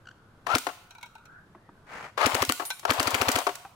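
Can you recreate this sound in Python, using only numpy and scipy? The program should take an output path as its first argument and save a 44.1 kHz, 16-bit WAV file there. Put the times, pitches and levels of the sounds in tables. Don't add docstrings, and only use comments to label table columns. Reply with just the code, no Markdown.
import sys
import numpy as np
from scipy import signal
from scipy.fft import rfft, irfft
from scipy.io import wavfile
from scipy.ndimage import uniform_filter1d

SR = 44100
rng = np.random.default_rng(int(sys.argv[2]) if len(sys.argv) > 2 else 0)


def master_out(mix):
    frames = np.transpose(np.atleast_2d(mix))
    ceiling = np.clip(frames, -1, 1)
    pcm = np.round(ceiling * 32767).astype(np.int16)
    wavfile.write(sys.argv[1], SR, pcm)


N = 165375


def amp(db):
    return 10 ** (np.asarray(db) / 20)


def unit(x):
    return x / np.sqrt(np.mean(x ** 2) + 1e-20)


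def slow_noise(samples):
    return unit(uniform_filter1d(rng.standard_normal(N), samples))


def read(points, hz):
    f, value = np.transpose(points)
    return np.interp(np.log(hz + 1), np.log(f + 1), value)


def add(mix, s, sound):
    part = mix[..., max(round(s * SR), 0):][..., :sound.shape[-1]]
    part += sound[..., :part.shape[-1]]


def through(x, response):
    return signal.fftconvolve(np.atleast_2d(x), np.atleast_2d(response), axes=1)[:, :N]


def above(x, hz):
    return signal.sosfilt(signal.butter(4, hz, "high", fs=SR, output="sos"), x)


def causal(points, size=4096):
    log_gain = np.log(amp(read(points, abs(np.fft.fftfreq(size, 1 / SR)))))
    return np.fft.ifft(np.exp(np.conj(signal.hilbert(log_gain)))).real[:size // 2]


def colour(x, points):
    response = causal(points)
    return through(x, response / np.linalg.norm(response))


# (frequency [Hz], likeness [0-1])
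STEREO_LIKENESS = [(250, 0.96), (600, 0.8), (1400, 0.42), (3000, 0.04), (7000, 0.2), (14000, 0.75)]


def paired(x):
    same = np.clip(read(STEREO_LIKENESS, np.fft.rfftfreq(N, 1 / SR)), 0, 1)
    a, b = rfft(x, N)
    return irfft(np.array([a, same * a + np.sqrt(1 - same ** 2) * b]), N)


def blows(rows, spectrum, sharp, rise_s):
    t, spray, click = np.arange(SR // 10) / SR, np.zeros((2, N)), np.zeros(N)
    for s, db, ring in rows:
        z = rng.standard_normal((2, len(t))) * np.exp(-t / ring) * (1 - np.exp(-t / rise_s))
        add(spray, s, amp(db) * z / np.linalg.norm(z, axis=1, keepdims=True))
        add(click, s, amp([db]) * sharp)
    return colour(paired(spray) + click, spectrum) / np.sqrt(1 + sharp ** 2)


def ringing(modes):
    t = np.arange(SR // 4) / SR
    ring = sum(amp(db - 60 * t / t60) * np.sin(2 * np.pi * hz * t) for hz, db, t60 in modes)
    return ring / np.linalg.norm(ring)


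# (time [s], relative level [dB])
SHOTS = [(0.5521, 2), (2.2607, 4), (2.3469, 1.5), (2.4218, 2), (2.493, 2), (2.9053, 4.5), (2.998, 2.5),
         (3.0727, 0.5), (3.1448, 2), (3.215, 2), (3.2854, 4), (3.357, 1.5)]
# (frequency [Hz], relative level [dB], t60 [s])
SHELL_MODES = [(255, 5, .1), (278, 5, .09), (312, 2, .07), (408, 1, .08), (540, -3, .06), (724, 0, .12),
               (930, -2, .07), (1150, -1, .05), (1365, 1, .06), (3037, -4, .03)]
# (frequency [Hz], relative level [dB])
SNAP_SPECTRUM = [(100, 12.5), (500, -29), (1700, -12.5), (2300, 5), (3700, -5), (4600, 0.5), (6500, -16),
                 (8000, -5), (11000, -19.5), (16000, -13.5)]
SLAM_SPECTRUM = [(40, -38), (100, -33), (200, -5), (380, -3), (600, -2.5), (800, -10), (1250, 2),
                 (2100, -9), (3000, -8), (4000, -22.5), (6500, -14.5), (16000, -23.5)]
RATTLE_SPECTRUM = [(100, -24), (210, -40.5), (300, -16.5), (600, -6), (950, -13.5), (1500, 2), (2600, -4),
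                   (5000, -14), (10000, -25.5), (16000, -35)]


def shots(slam_s=.0037, rattle_s=0.013):
    def stage(delay, db, ring):
        return [(s + delay, level + db, ring) for s, level in SHOTS]
    slide = blows(stage(-.003, -1, .004), SNAP_SPECTRUM, 0, .002)
    snap = blows(stage(-0.00033, 9.8, 0.00086), SNAP_SPECTRUM, 0.51, .0001)
    slam = blows(stage(slam_s, 12.9, 0.0032), SLAM_SPECTRUM, 0.64, 0.00027)
    rattles = [(s + rattle_s + rng.normal(0, 0.002), level + 2.0 + rng.normal(0, 0.4), .005)
               for s, level in SHOTS]
    rattle = blows(rattles, RATTLE_SPECTRUM, 0, 0.0019)
    strikes = np.zeros(N)
    for s, level in SHOTS:
        add(strikes, s + slam_s, amp([level + 8.0]))
    return slide + snap + slam + rattle + through(strikes, ringing(SHELL_MODES))


def recoil(lead_s=0.01295, skew=0.79):
    length_s, hz, db, cut_hz = .024, 96, -27.5, 60
    t, out = np.arange(0, length_s, 1 / SR), np.zeros(N)
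    swing = -np.sin(2 * np.pi * hz * t) * np.sin(np.pi * (t / length_s) ** skew)
    for s, level in SHOTS:
        add(out, s - lead_s, amp(db + level) * swing)
    return signal.sosfilt(signal.butter(2, cut_hz, "high", fs=SR, output="sos"), out)


# (start [s], first shot [s], motor off [s], whine level [dB], gear level [dB],
# pitch the whine climbs towards [Hz])
PULLS = [(0.46, 0.545, 0.55, -18.5, -25, 1452), (2.17, 2.259, 2.42, -15, -17, 1335),
         (2.862, 2.905, 3.41, -14.5, -16.5, 1375)]
# (frequency [Hz], relative level [dB])
GEAR_SPECTRUM = [(60, -45.5), (200, -29), (320, -16), (560, -2.5), (740, 2), (1000, 2.5), (1400, -2.5),
                 (1900, -6.5), (3000, -10.5), (6000, -22.5), (16000, -37.5)]
SPIN_FROM, SPIN_S = 0.45, .028
WHINE_FULL_S, WHINE_ROUGH = 0.06, 0.053
RUN_DB, COAST_S = -20, 0.016
DRAW_S, SLACK_DB = 0.068, -4


def motor():
    t, whine, drive = np.arange(N) / SR, np.zeros(N), np.zeros(N)
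    fired = np.array([0] + [s for s, db in SHOTS])
    since_shot = t - fired[np.searchsorted(fired, t, "right") - 1]
    spring = np.minimum(since_shot / DRAW_S, 1)
    for start, first, off, whine_db, gear_db, top_hz in PULLS:
        age = np.maximum(t - start, 0)
        hz = top_hz * (1 - (1 - SPIN_FROM) * np.exp(-age / SPIN_S))
        turns = np.cumsum(hz * (1 + WHINE_ROUGH * slow_noise(40))) / SR
        load = np.minimum(age / WHINE_FULL_S, 1) * np.clip((first - t) / 0.0014, 0, 1)
        flutter = 1 + .5 * slow_noise(150)
        tone = np.sin(2 * np.pi * turns) + amp(-19.0) * np.sin(4 * np.pi * turns)
        whine += amp(whine_db) * load ** 2 * flutter * tone
        running = (t > first) * np.exp(-np.maximum(t - off, 0) / COAST_S)
        drive += amp(gear_db) * load ** 0.97 + amp(RUN_DB + SLACK_DB * (1 - spring)) * running
    teeth = unit(amp(3.5 * slow_noise(50)))
    return whine + colour(paired(rng.standard_normal((2, N))) * teeth * drive, GEAR_SPECTRUM)


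# (time [s], relative level [dB], ring [s])
CLUNKS = [(.4675, -6.5, 0.0045), (.668, 2, 0.0042), (.688, -7.5, 0.0094), (2.177, -3.5, 0.0085),
          (2.598, -1, 0.01), (2.62, -8.5, .011), (2.831, -19, 0.0086), (2.852, 3, 0.0026),
          (2.895, -1.5, 0.0083), (3.382, -5.5, 0.0017), (3.468, 6.5, 0.0059), (3.491, -2.5, 0.0057)]
# (frequency [Hz], relative level [dB])
CLUNK_SPECTRUM = [(60, -48), (200, -30), (330, 1.5), (500, 1.5), (700, 7), (1000, 6.5), (1400, 9.5),
                  (1900, -1.5), (3200, -8.5), (6000, -17), (16000, -28)]
# (frequency [Hz], level [dB])
RIGHT_SHADE = [(200, -1), (400, -2), (700, -6), (1300, -16.5), (2400, -10), (4400, -3), (15000, -8)]


def rifle(right_lead_s=0.00019):
    clunks = blows(CLUNKS, CLUNK_SPECTRUM, 0.45, 0.0016)
    clunk_ring = through(clunks, ringing(SHELL_MODES))
    left, right = above(shots() + motor() + amp(10.0) * clunks + amp(-2.5) * clunk_ring, 269)
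    shaded = through(right, causal(RIGHT_SHADE))[0]
    return np.array([left, np.roll(shaded, -round(right_lead_s * SR))]) + recoil()


# (time [s], relative level [dB], ring [s])
PELLETS = [(.5832, 4.5, 0.0037), (2.4505, 2.5, 0.0027), (2.5222, 10, 0.00093), (2.6525, -4, 0.011),
           (2.795, -11, 0.005), (2.935, -0.5, 0.0063), (3.029, 6, .004), (3.106, 3, 0.0057),
           (3.317, 9, 0.0068), (3.3875, 4.5, 0.0038), (3.5545, -5.5, 0.0035)]
# (time [s], relative level [dB], brightness [dB per octave])
TUMBLES = [(.908, -7, 5), (0.951, -5.5, -1), (0.983, -8, -1.5), (1.012, -12, 1.5), (1.029, 1.5, 1.5),
           (1.06, -9, 2), (1.153, -5.5, -3.5), (1.182, -16, -4), (1.255, -17.5, 6.5), (2.7034, 15, 5.5)]
# (centre frequency [Hz], relative level [dB], t60 [s])
CAN_MODES = [(931, 0, 0.096), (1451, 0, 0.13), (2400, -0.5, 0.076), (2716, -4, 0.045), (3240, -8.5, 0.063),
             (3920, -4, 0.066), (5800, -11, 0.044), (6900, -17, 0.05)]
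# (frequency [Hz], relative level [dB])
CRACK_SPECTRUM = [(100, -32.5), (350, -31.5), (750, -8), (1400, -3.5), (2000, -5.5), (4000, -2), (7000, -1),
                  (11000, -6.5), (16000, -10)]


def can(ring_db=-5, tick_db=-25, spread=0.0407):
    hits = blows(PELLETS, CRACK_SPECTRUM, 0.47, 0.00036)
    ticks = blows([(s, db + tilt, .003) for s, db, tilt in TUMBLES], CRACK_SPECTRUM, 0.87, 0.0014)
    clinks, t = np.zeros((2, N)), np.arange(SR // 20) / SR
    for s, db, tilt in TUMBLES:
        modes = [(hz * rng.normal(1, spread), level + tilt * np.log2(hz) + rng.normal(0, 2), t60)
                 for hz, level, t60 in CAN_MODES for k in range(5)]
        contact = rng.standard_normal((2, len(t))) * np.exp(-t / 0.007)
        clink = unit(through(contact, ringing(modes))) / np.sqrt(SR)
        add(clinks, s, amp(db + ring_db) * clink)
    hit_ring = through(amp(-14) * hits, ringing(CAN_MODES))
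    return amp(-1.5) * hits + amp(tick_db) * ticks + above(paired(clinks), 740) + hit_ring


# (centre frequency [Hz], level [dB], longest t60 [s])
RICOCHET_MODES = [(9450, 1, .24), (10400, -4, .22), (11200, -7, .2), (12200, -5, .18), (12900, -7, .13)]


def ricochet(db=0, scrape_s=0.023):
    out, t = np.zeros((2, N)), np.arange(SR // 10) / SR
    for hz, level, t60 in RICOCHET_MODES:
        scrape = rng.standard_normal((2, len(t))) * np.exp(-t / scrape_s)
        cluster = [(hz * rng.normal(1, .025), 0, t60 * rng.uniform(.4, 1)) for k in range(20)]
        ring = through(scrape, ringing(cluster))
        add(out, 2.652, amp(db + level) * ring / np.linalg.norm(ring))
    return out


# (time [s], level [dB], lowest mode [Hz])
KNOCKS = [(1.549, -21.5, 350), (1.691, -21.5, 301), (3.6495, -8.5, 799)]
# (multiple of the lowest, relative level [dB], t60 [s])
KNOCK_MODES = [(1, 3, 0.043), (1.88, -7, 0.072), (3.1, -11, 0.046)]


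def knocks(touch_s=0.0051, thud_db=-2):
    out, t = np.zeros(N), np.arange(SR // 8) / SR
    for s, db, hz in KNOCKS:
        push = rng.standard_normal(len(t)) * np.exp(-t / touch_s)
        modes = [(hz * ratio, level, t60) for ratio, level, t60 in KNOCK_MODES]
        ring = through(push, ringing(modes))[0, :len(t)]
        thud = signal.sosfilt(signal.butter(3, [hz * .8, 1300], "band", fs=SR, output="sos"), push)
        knock = ring / np.linalg.norm(ring) + amp(thud_db) * thud / np.linalg.norm(thud)
        add(out, s, amp(db) * knock)
    return out


# (time [s], relative level [dB], pitch [Hz])
SQUEAKS = [(0.058, -51, 1550), (0.074, -40.5, 1490), (0.09, -41.5, 1480), (0.114, -47.5, 1570)]
# (frequency [Hz], relative level [dB])
RUB_SPECTRUM = [(100, -10), (350, -8), (700, 2), (1400, 1.5), (2200, -2), (3500, -15.5), (7000, -21.5),
                (15000, -39)]


def handling(start_s=1.8556, end_s=2.115, rise_s=0.085, fall_s=0.067, squeak_s=0.0033):
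    t, squeaks = np.arange(N) / SR, np.zeros(N)
    stroke = np.clip(np.minimum((t - start_s) / rise_s, (end_s - t) / fall_s), 0, 1)
    grain = amp(2 * slow_noise(200))
    rub = amp(-40.0) * colour(paired(rng.standard_normal((2, N))) * stroke * grain, RUB_SPECTRUM)
    squeak_hz = np.interp(t, *np.transpose(SQUEAKS)[::2])
    turns = np.cumsum(squeak_hz * (1 + 0.044 * slow_noise(40))) / SR
    for s, db, hz in SQUEAKS:
        squeaks += amp(db) * np.exp(-((t - s) / squeak_s) ** 2)
    tone = sum(np.sin(2 * np.pi * k * turns) / k ** 1.65 for k in range(1, 6))
    return (rub + amp(3) * squeaks * tone) * amp([[0], [-3]])


# (frequency [Hz], t60 [s])
YARD_DECAY = [(200, 0.12), (800, 0.94), (3000, 0.61), (8000, 0.51), (16000, 0.56)]
# (frequency [Hz], level [dB])
YARD_SPECTRUM = [(100, -39), (300, -20.5), (800, -25.5), (1400, -25.5), (3000, -13.5), (8000, -10),
                 (16000, -10)]


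def yard(x, build_s=.012):
    sparse = rng.standard_normal((2, N)) * (rng.random((2, N)) < 4000 / SR)
    taps = paired(sparse)[:, :SR]
    hz, t, z = signal.stft(taps, SR, nperseg=256)
    t60 = np.clip(read(YARD_DECAY, hz), .2, 1.2)
    fade = amp(-60 * t / t60[:, None]) * (1 - np.exp(-t / build_s))
    tail = signal.istft(z * fade, SR, nperseg=256)[1]
    return through(through(x, tail / np.linalg.norm(tail[0])), causal(YARD_SPECTRUM))


# (frequency [Hz], relative level [dB])
HUM_SPECTRUM = [(25, -2), (60, -3), (110, 4.5), (200, -2), (380, -7.5), (700, -11), (1300, -10.5),
                (2000, -22), (3500, -25), (6000, -32), (12000, -36.5), (16000, -53)]
# (time [s], level [dB], pitch [Hz])
FAR_WHINE = [(0, -67, 1450), (0.249, -65, 1398), (.42, -71, 1505), (1.22, -59, 1350), (1.3, -53, 1432),
             (1.38, -51, 1530), (1.5, -72, 1600), (1.67, -69, 1898), (1.749, -68, 1500), (3.75, -72, 1300)]


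def outdoors(width_hz=210):
    swell = amp(1.1 * slow_noise(5000))
    hum = amp(-58.0) * colour(paired(rng.standard_normal((2, N))), HUM_SPECTRUM) * swell
    times, *columns = np.transpose(FAR_WHINE)
    db, hz = (np.interp(np.arange(N) / SR, times, column) for column in columns)
    noise = rng.standard_normal((2, N)) + 1j * rng.standard_normal((2, N))
    fuzz = signal.sosfilt(signal.butter(2, width_hz / 2, fs=SR, output="sos"), noise)
    glide = np.exp(2j * np.pi * np.cumsum(hz) / SR)
    return hum + amp(db) * unit(paired((fuzz * glide).real))


def scene():
    direct = rifle() + can() + handling() + knocks() + ricochet()
    turn = 2 * np.pi * 2.3 * np.arange(N) / SR
    return direct + yard(direct[0] * np.cos(turn)) + yard(direct[0] * np.sin(turn)) + outdoors()


KNEE_DB, SQUEEZE = -19.5, 0.74
HELD_FALL_DB_PER_S = 10
EDGE_HZ = 15950


def record(dry, ceiling=0.9):
    power_db = 10 * np.log10(abs(uniform_filter1d((dry ** 2).mean(0), size=220)) + 1e-12)
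    fall = np.arange(N) * HELD_FALL_DB_PER_S / SR
    held_db = np.maximum.accumulate(power_db + fall) - fall
    over_db = np.maximum(held_db - KNEE_DB, 0)
    ducked = dry / amp(SQUEEZE * uniform_filter1d(over_db, size=100))
    out = ceiling * np.tanh(ducked / ceiling)
    band_limit = signal.firwin(401, EDGE_HZ, window=("kaiser", 10), fs=SR)
    return signal.oaconvolve(out, band_limit[None], "same")


dry = scene()
out = record(dry)
master_out(out)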